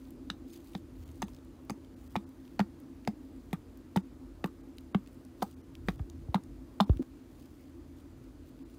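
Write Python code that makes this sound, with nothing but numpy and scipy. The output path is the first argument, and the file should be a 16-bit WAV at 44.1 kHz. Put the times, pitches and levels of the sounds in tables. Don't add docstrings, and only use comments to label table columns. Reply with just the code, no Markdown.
import sys
import numpy as np
from scipy import signal
from scipy.fft import rfft, irfft
from scipy.io import wavfile
from scipy.ndimage import uniform_filter1d

SR = 44100
rng = np.random.default_rng(int(sys.argv[2]) if len(sys.argv) > 2 else 0)


def amplitude_ratio(level_db):
    exponent = np.asarray(level_db, float) / 20
    return 10 ** exponent


def pcm_store(signal):
    levels = np.round(np.clip(np.atleast_2d(signal), -1, 1) * 32767)
    wavfile.write(sys.argv[1], SR, levels.astype(np.int16).T)


N = 387198
CUT_S = 7.0232

# (time [s], level [dB], upper level [dB], upper frequency [Hz], hiss level [dB])
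CRACKS = [(.3007, -30, 3, 3780, -15), (.7504, -38, 1, 3750, -14), (1.2198, -39.5, 7, 6260, 4),
          (1.6967, -38, 0, 4670, 3.5), (2.1552, -31, -10, 3470, -11), (2.5929, -28.5, -5, 4300, -9),
          (3.0745, -28.5, -6, 4930, -8), (3.5295, -34, -6, 3740, -1.5), (3.96, -33.5, -3, 3680, -11),
          (4.4412, -28, -13, 3770, -12), (4.9462, -28, -11, 3200, -16), (5.4222, -34, .5, 3530, -13),
          (5.8847, -27.5, -5, 3160, -13), (6.344, -29, 0, 3810, -5), (6.8014, -32, 4, 3200, -17)]
# (time [s], level [dB], upper level [dB], upper frequency [Hz], hiss level [dB])
CRACK_BOUNCES = [(1.225, -30.5, -3.5, 3450, -8), (1.704, -40, 2, 6400, -11), (2.1623, -30.5, -1, 3600, -15),
                 (2.6018, -29, -7, 3470, -14), (2.6105, -39, -13, 3670, -17), (3.9629, -33.5, -5, 4930, 3),
                 (3.9718, -30.5, -6, 3500, -21), (4.4585, -50, -6, 4340, 9.5), (5.4245, -35, 1, 4400, 6),
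                 (5.4285, -47, 3, 4730, 5), (5.891, -44, 5.5, 3630, -3), (5.993, -52, -5, 3360, -6),
                 (6.354, -33, -9, 3630, -20), (6.8052, -39.5, 18, 3450, 9), (6.8945, -45, -5, 3130, -18)]


def evened(x):
    return x / np.sqrt(np.mean(x ** 2) + 1e-20)


def read(points, hz):
    f, value = np.transpose(points)
    return np.interp(np.log(hz + 1), np.log(f + 1), value)


def add(mix, s, sound):
    part = mix[round(s * SR):][:len(sound)]
    part += sound[:len(part)]


def band(x, lo_hz, hi_hz):
    sos = signal.butter(2, [lo_hz, min(hi_hz, SR / 2.1)], "band", fs=SR, output="sos")
    return signal.sosfilt(sos, x)


def shaped(spectrum, patchy_db):
    frames, hz = N // 256 + 5, np.fft.rfftfreq(1024, 1 / SR)
    real, imag, patches = rng.standard_normal((frames, 513, 3)).T
    patches = uniform_filter1d(patches, size=12, axis=0)
    patches = evened(uniform_filter1d(patches, size=10, axis=1))
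    z = (real + 1j * imag) * amplitude_ratio(read(spectrum, hz)[:, None] + patchy_db * patches)
    return evened(signal.istft(z, nperseg=1024, noverlap=768)[1][:N])


def drone(modes):
    hz = np.fft.rfftfreq(N, 1 / SR)
    gain = sum(amplitude_ratio(db) / (1 + (2 * (hz - f) / width) ** 2) for f, width, db in modes)
    return evened(irfft(rfft(rng.standard_normal(N)) * gain, N))


def envelope(t, rise, t60):
    e = (1 - np.exp(-t / max(rise, 1e-5))) ** 2 * amplitude_ratio(-60 * t / max(t60, 1e-3))
    return e / e.max()


def mode(t, hz, t60, rise):
    return np.sin(2 * np.pi * hz * t) * envelope(t, rise, t60)


def swells(rows, rest_db):
    t = np.arange(N) / SR
    power = sum(amplitude_ratio(2 * db) * np.exp(-2 * ((t - s) / half) ** 2) for s, half, db in rows)
    return np.sqrt(amplitude_ratio(2 * rest_db) + power)


def wind():
    # (middle [s], half length [s], level [dB])
    gusts = [(1.2, .3, -52), (2.08, .2, -53), (3.42, .2, -52), (.35, .15, -55), (5.68, .08, -52),
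             (1.0, .08, -50), (6.17, .08, -49), (8.2, .4, -54), (4.25, .2, -54), (5.92, .17, -44),
             (6.55, .17, -49)]
    # (frequency [Hz], width [Hz], level [dB])
    rumble = [(50, 9, 2), (80, 17, 0), (130, 30, -9)]
    return swells(gusts, rest_db=-57) * drone(rumble)


def engine():
    # (frequency [Hz], width [Hz], level [dB])
    hum = [(263.8, 26, 0), (296, 13, -10), (334.7, 17.4, -4)]
    level_db, waver_db, after_cut_db = -53, 1.5, -2
    t = np.arange(N) / SR
    rates_hz = np.geomspace(.3, 3, num=12)
    waver = evened(sum(np.sin(2 * np.pi * (f * t + rng.random())) / np.sqrt(f) for f in rates_hz))
    return amplitude_ratio(level_db + waver_db * waver + after_cut_db * (t > CUT_S)) * drone(hum)


def distant_air():
    # (frequency [Hz], level [dB per Hz])
    air = [(18, -44), (30, -15), (75, -8), (197, -12.5), (265, -1), (349, -9), (400, -13), (490, -14.5),
           (520, -17.5), (570, -16.5), (680, -22.5), (1290, -26.5), (1500, -34), (1950, -68)]
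    level_db, after_cut_db = -56, -1
    gain = amplitude_ratio(level_db + after_cut_db * (np.arange(N) > CUT_S * SR))
    return gain * shaped(air, patchy_db=1.5)


def hiss():
    # (frequency [Hz], level [dB per Hz])
    hiss_spectrum = [(900, -20), (1500, 9), (2000, 6.5), (3000, 2.5), (5000, 1), (8000, -3), (10000, -3.5),
                     (14000, -6.5), (14700, -3), (15550, -11), (15850, -46)]
    return amplitude_ratio(-72) * shaped(hiss_spectrum, patchy_db=0.8)


def leaf_rustle():
    # (middle [s], half length [s], level [dB])
    stirs = [(.02, .1, -68), (.54, .05, -56), (.66, .07, -63.5), (.76, .03, -59), (1.06, .12, -65),
             (1.26, .09, -64), (2.08, .12, -64), (2.5, .12, -70.5), (3.4, .3, -73), (5.1, .15, -72),
             (5.47, .07, -62), (5.92, .07, -64.5), (6.9, .25, -71), (7.41, .1, -65.5), (7.99, .03, -67),
             (8.25, .03, -69.5), (7.6, .2, -72), (8.48, .03, -69), (8.76, .08, -67)]
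    # (frequency [Hz], level [dB])
    leaf_spectrum = [(1500, -8), (3000, 1), (5000, -1.5), (8000, -2.5), (11500, -4.5), (14000, 0),
                     (15700, -2), (15950, -29)]
    t = np.arange(1500) / SR
    strength_db = 4 * np.minimum(rng.exponential(1, N), 3)
    crackle = amplitude_ratio(strength_db) * (rng.random(N) < 400 / SR)
    crackle = .75 + evened(signal.oaconvolve(crackle, amplitude_ratio(-60 * t / .009))[:N])
    return amplitude_ratio(-5) * swells(stirs, rest_db=-77) * evened(crackle * shaped(leaf_spectrum, patchy_db=2))


def leaf_snaps():
    # (time [s], level [dB], frequency [Hz])
    ticks = [(.053, -51.5, 4520), (.1058, -43, 13900), (.5374, -50, 3160), (.5603, -40, 4550),
             (.5744, -48, 13800), (.7342, -47, 3700), (1.029, -49, 3400), (1.0897, -46, 3440),
             (1.282, -46, 3310), (1.347, -44.5, 4500), (1.3646, -48, 4470), (1.8468, -49, 3200),
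             (2.2912, -50, 12900), (2.4523, -51, 3080), (2.4778, -48, 3250), (2.801, -46.5, 14300),
             (3.773, -45, 14500), (4.4738, -46, 2510), (4.7833, -35, 3900), (5.062, -48, 3230),
             (5.0742, -44.5, 4450), (5.25, -47, 8100), (5.418, -39, 3470), (5.7522, -38, 3500),
             (5.92, -49, 4230), (6.099, -40.5, 4940), (6.4363, -46.5, 6900), (6.971, -41, 2300),
             (7.426, -51, 3850), (8.5907, -52, 2490),
             (.48, -56, 3610), (.4973, -52, 4730), (.6439, -51, 10100), (.6828, -51, 7830),
              (.7233, -53, 6000), (1.0777, -49, 9810), (1.1154, -50, 6660), (1.2914, -51, 6090),
              (1.3343, -50, 5830), (1.387, -53, 3660), (1.157, -50, 11000), (1.6501, -51, 14600),
              (3.05, -44.5, 3500), (3.5103, -51, 3160), (5.4074, -52, 3220), (5.527, -52, 4190),
              (4.771, -54, 9000), (4.808, -54, 12000), (5.13, -52, 14000), (5.144, -53, 14500),
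              (1.448, -52, 10000), (1.003, -54, 13500)]
    out, t = np.zeros(N), np.arange(1500) / SR
    for s, db, hz in ticks:
        noise = rng.standard_normal(len(t))
        snap = .6 * np.sin(2 * np.pi * hz * t)
        snap = snap + evened(band(noise, .55 * hz, 1.5 * hz))
        snap = snap + .5 * evened(band(noise[::-1], 1600, 17000))
        add(out, s, amplitude_ratio(db - 11) * snap * envelope(t, rise=0.00025, t60=.008))
    return out


def peg_knocks():
    # (time [s], level [dB], frequency [Hz], low mode level [dB], high mode level [dB])
    knocks = [(.3003, -29, 1360, -17, -25), (.7494, -36.5, 810, -7, -6), (1.2195, -29.5, 924, -14.5, -6.5),
              (1.697, -34, 810, -13, -1.5), (2.1553, -22, 844, -10.5, -22), (2.5947, -19, 794, -8, -13),
              (3.0748, -23, 750, -2.5, -14), (3.5297, -31.5, 813, -.5, -8), (3.9605, -21.5, 855, -7, -12),
              (4.441, -29, 780, 2, -5), (4.946, -26.5, 780, 0, -1), (5.4218, -27, 890, -1, -9),
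              (5.8848, -30, 800, 4.5, -1), (6.3444, -17, 875, -19, -22), (6.802, -13, 950, -18, -13)]
    # (time [s], level [dB], frequency [Hz], low mode level [dB], high mode level [dB])
    knock_bounces = [(1.2247, -30, 815, -10, -7), (1.7047, -38, 880, 3.5, -2),
                     (2.161, -30.5, 836, -1.5, -2), (2.602, -32, 900, -16, -4), (2.61, -39, 930, 2, 0),
                     (3.537, -45, 1150, -16, -20), (1.284, -53, 1000, -8, -8), (6.38, -45, 950, -10, -4),
                     (3.9641, -30.5, 950, -1, -15), (3.9726, -37, 915, 8, -1), (4.4575, -40, 1050, 4, -4),
                     (5.4255, -22, 720, -19, -10), (5.4295, -25, 800, -21, -8), (5.891, -39, 700, 2, -3),
                     (5.995, -47, 775, -13, -3), (6.2835, -51, 790, 2, -20), (6.354, -36, 1000, -6, -4),
                     (6.36, -41, 1020, 5, 6), (6.8064, -17, 760, -24, -14), (6.812, -30, 1000, -20, -6),
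                     (6.8947, -35, 700, 9, -5), (6.934, -60, 950, -9, 5), (6.996, -54, 520, 8, -14)]
    peg_t60_s, hard_db, longer_s_per_db = .009, -18, .00025
    out, t = np.zeros(N), np.arange(3000) / SR
    for s, db, hz, low_db, high_db in knocks + knock_bounces:
        t60 = (peg_t60_s + longer_s_per_db * (hard_db - db)) * 820 / hz
        main = mode(t, hz, t60, rise=0.00096)
        low = amplitude_ratio(low_db) * mode(t, hz=354, t60=0.0076, rise=0.0036)
        high = amplitude_ratio(high_db) * mode(t, hz=1154, t60=0.0093, rise=0.0011)
        add(out, s, amplitude_ratio(db + 1.5) * (main + low + high))
    return out


def stone_cracks():
    stone_hz = [2020, 1950, 1900, 2050, 2050, 2400, 2140, 2140, 1700, 1700, 2100, 1500, 1900, 2000, 2000,
                1900, 1500, 2400, 1750, 1700, 2070, 1450, 1600, 1900, 2000, 1700, 1500, 1630, 1900, 1450]
    rise_s, grind_share, splinter_share = .0011, .55, .5
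    out, t = np.zeros(N), np.arange(3000) / SR
    for (s, db, upper_db, upper_hz, hiss_db), hz in zip(CRACKS + CRACK_BOUNCES, stone_hz):
        grind, splinter, grit, chance = rng.standard_normal((4, len(t)))
        grains = evened(1 + 12 * uniform_filter1d(1. * (abs(chance) > 2.6), size=24))
        grind = evened(band(grind * grains, 1100, 2670)) * envelope(t, 0.00054, 0.02)
        lower = mode(t, hz, .0048, rise_s) + grind_share * grind
        splinter = evened(band(splinter, .72 * upper_hz, 1.4 * upper_hz)) * envelope(t, 0.0009, 0.0085)
        upper = mode(t, upper_hz, 0.0045, rise_s) + splinter_share * splinter
        coarse = evened(band(grit * grains, 6000, 11900))
        fine = evened(band(grit[::-1] * grains, 12700, 15200))
        crushed = (coarse + 0.7 * fine) * envelope(t, .0006, 0.028)
        add(out, s, amplitude_ratio(db - 3.5) * (lower + amplitude_ratio(upper_db + 1) * upper + amplitude_ratio(hiss_db - 11.5) * crushed))
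    return out


def further_rings():
    # (time [s], level [dB], frequency [Hz], decay t60 [s])
    short_rings = [(.301, -50, 800, .015), (.311, -56, 3800, .02), (.751, -42, 370, .02), (1.221, -42, 330, .03),
                   (1.225, -44, 6500, .006), (2.1625, -44, 4950, .005), (2.602, -46, 5000, .005),
                   (2.596, -38, 1700, .01), (3.076, -36, 370, .02), (3.535, -53, 3300, .015),
                   (3.539, -48, 1200, .032), (3.542, -54, 1900, .015), (3.961, -39, 390, .015),
                   (3.963, -46, 6200, .005), (4.445, -42, 900, .02), (4.475, -53, 1200, .025),
                   (4.948, -36, 340, .02), (5.423, -37, 1000, .012), (5.885, -41, 4700, .005),
                   (6.347, -42, 1500, .015), (6.357, -43, 1150, .03), (6.8052, -32, 5000, .005),
                   (6.803, -30, 600, .012), (6.813, -44, 1050, .03), (6.856, -55, 950, .04),
                   (5.894, -48, 1250, .025), (5.993, -52, 1250, .025), (6.928, -55, 1100, .03),
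                   (6.928, -66, 3600, .02), (4.4415, -40, 2500, .005), (6.345, -40, 2900, .005),
                   (3.0755, -37, 1800, .006)]
    spread = 1.25
    out, t = np.zeros(N), np.arange(3000) / SR
    for s, db, hz, t60 in short_rings:
        noise = evened(band(rng.standard_normal(len(t)), hz / spread, hz * spread))
        ring = .6 * np.sin(2 * np.pi * hz * t) + .45 * noise
        add(out, s, amplitude_ratio(db) * ring * envelope(t, .21 * t60, t60))
    return out


def clearing(x):
    # (frequency [Hz], decay t60 [s])
    decay = [(150, 0.36), (500, 0.078), (1000, .12), (3000, 0.094), (8000, 0.15), (15000, 0.14)]
    taps = np.zeros((3, SR // 2))
    at = np.arange(100, SR // 2 - 20, 20)
    at = at + rng.integers(0, 20, (3, len(at)))
    np.put_along_axis(taps, at, rng.choice([-1., 1.], at.shape), axis=1)
    hz, t, z = signal.stft(taps, SR, nperseg=256)
    tails = signal.istft(z * amplitude_ratio(-60 * t / read(decay, hz)[:, None]), SR, nperseg=256)[1]
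    turn = np.arange(N) / SR / .46 % 3
    parts = x * (np.floor(turn) == np.arange(3)[:, None])
    return signal.fftconvolve(parts, tails / np.linalg.norm(tails[0]), axes=1)[:, :N].sum(axis=0)


def soil_thuds():
    # (time [s], level [dB], frequency [Hz], decay t60 [s], deep push level [dB])
    thuds = [(.302, -34.5, 190, .05, -6), (.751, -29.5, 190, .055, -15), (1.229, -30, 203, .068, -11),
             (1.697, -32, 241, .03, -4), (1.71, -31.5, 211, .058, -2.5), (2.163, -28, 206, .078, -4),
             (2.595, -22.5, 229, .048, -12), (2.604, -18.5, 201, .067, -14), (3.078, -26, 213, .078, -4.5),
             (3.532, -23, 170, .048, -8), (3.9628, -18.5, 190, .076, -6), (4.4425, -23.5, 181, .055, -8),
             (4.9472, -17.5, 196, .068, -8), (5.425, -29, 203, .06, -15), (5.8845, -20.5, 178, .047, -4),
             (6.348, -19, 191.5, .065, -9), (6.8045, -17.5, 201, .08, -29), (6.9935, -24.5, 296, .055, -20),
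             (7.0045, -23.5, 267.4, .05, -20)]
    out, t = np.zeros(N), np.arange(6000) / SR
    for s, db, hz, t60, deep_db in thuds:
        turns = hz * (t + 0.39 * 0.0028 * (1 - np.exp(-t / 0.001)))
        rise = .0048 * max(t60 / .068, .7) ** 1.8
        thud = np.sin(2 * np.pi * turns) * envelope(t, rise, t60)
        deep = amplitude_ratio(deep_db) * mode(t, hz=125, t60=0.018, rise=0.0041)
        add(out, s, amplitude_ratio(db) * (thud + deep))
    return out


def stand_bumps():
    # (time [s], level [dB], start frequency [Hz], decay t60 [s], first jerk [cycles])
    bumps = [
        (6.0015, -21, 110, .085, .11),
        (6.2875, -21.5, 108, .063, .03),
        (6.8965, -7.5, 100, .085, .4),
        (6.961, -24, 95, .06, .03),
    ]
    rest_hz, slows_s = 27, .024
    out, t = np.zeros(N), np.arange(6000) / SR
    for s, db, start_hz, t60, jerk in bumps:
        turns = rest_hz * t + (start_hz - rest_hz) * slows_s * (1 - np.exp(-t / slows_s))
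        turns = turns + jerk * (1 - np.exp(-t / .0015))
        swing = np.sin(2 * np.pi * turns) * (1 - np.exp(-t / 0.0043)) * amplitude_ratio(-60 * t / t60)
        add(out, s, amplitude_ratio(db + 1.5) * swing)
    return out


def change_clicks():
    out, step = np.zeros(N), np.exp(-np.arange(400) / 38.0)
    add(out, CUT_S, amplitude_ratio(-44) * step)
    add(out, 7.0277, amplitude_ratio(-39) * step)
    return out


def scene():
    background = wind() + engine() + distant_air() + hiss()
    leaves = leaf_rustle() + leaf_snaps()
    blows = peg_knocks() + stone_cracks() + further_rings()
    first_spot = blows + amplitude_ratio(-14) * clearing(blows) + soil_thuds() + stand_bumps()
    first_spot[round(CUT_S * SR):] = 0
    return (first_spot + change_clicks() + leaves + background)[None]


def band_limit(x):
    return signal.sosfilt(signal.butter(12, 16520, fs=SR, output="sos"), x)


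def record(dry):
    # (frequency [Hz], width [Hz], level [dB])
    housing = [(5510, 170, -5.5), (6900, 100, 1.5), (8450, 250, -2), (11470, 440, -5.5)]
    starved = [.515, 1.05, 1.262, 1.955, 2.09, 2.256, 4.02, 4.625, 4.936, 5.555, 5.625, 5.972, 6.855, 8.643]
    x = signal.sosfilt(signal.butter(4, 38, "high", fs=SR, output="sos"), dry)
    hz, t, z = signal.stft(x, SR, nperseg=512, noverlap=384)
    port_db = sum(db / (1 + (2 * (hz - f) / width) ** 2) for f, width, db in housing)
    port_db = port_db - 30 * (hz > 16200)
    kept = np.repeat(rng.random((len(starved), 86)) < .25, 3, axis=1)[:, :len(hz)]
    kept = kept | (hz < 2000)
    dip_db = sum(-18 * ~k[:, None] * np.exp(-((t - s) / .007) ** 4) for s, k in zip(starved, kept))
    x = signal.istft(z * amplitude_ratio(port_db[:, None] + dip_db), SR, nperseg=512, noverlap=384)[1][:, :N]
    return band_limit(x)


dry = scene()
out = record(dry)
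pcm_store(out)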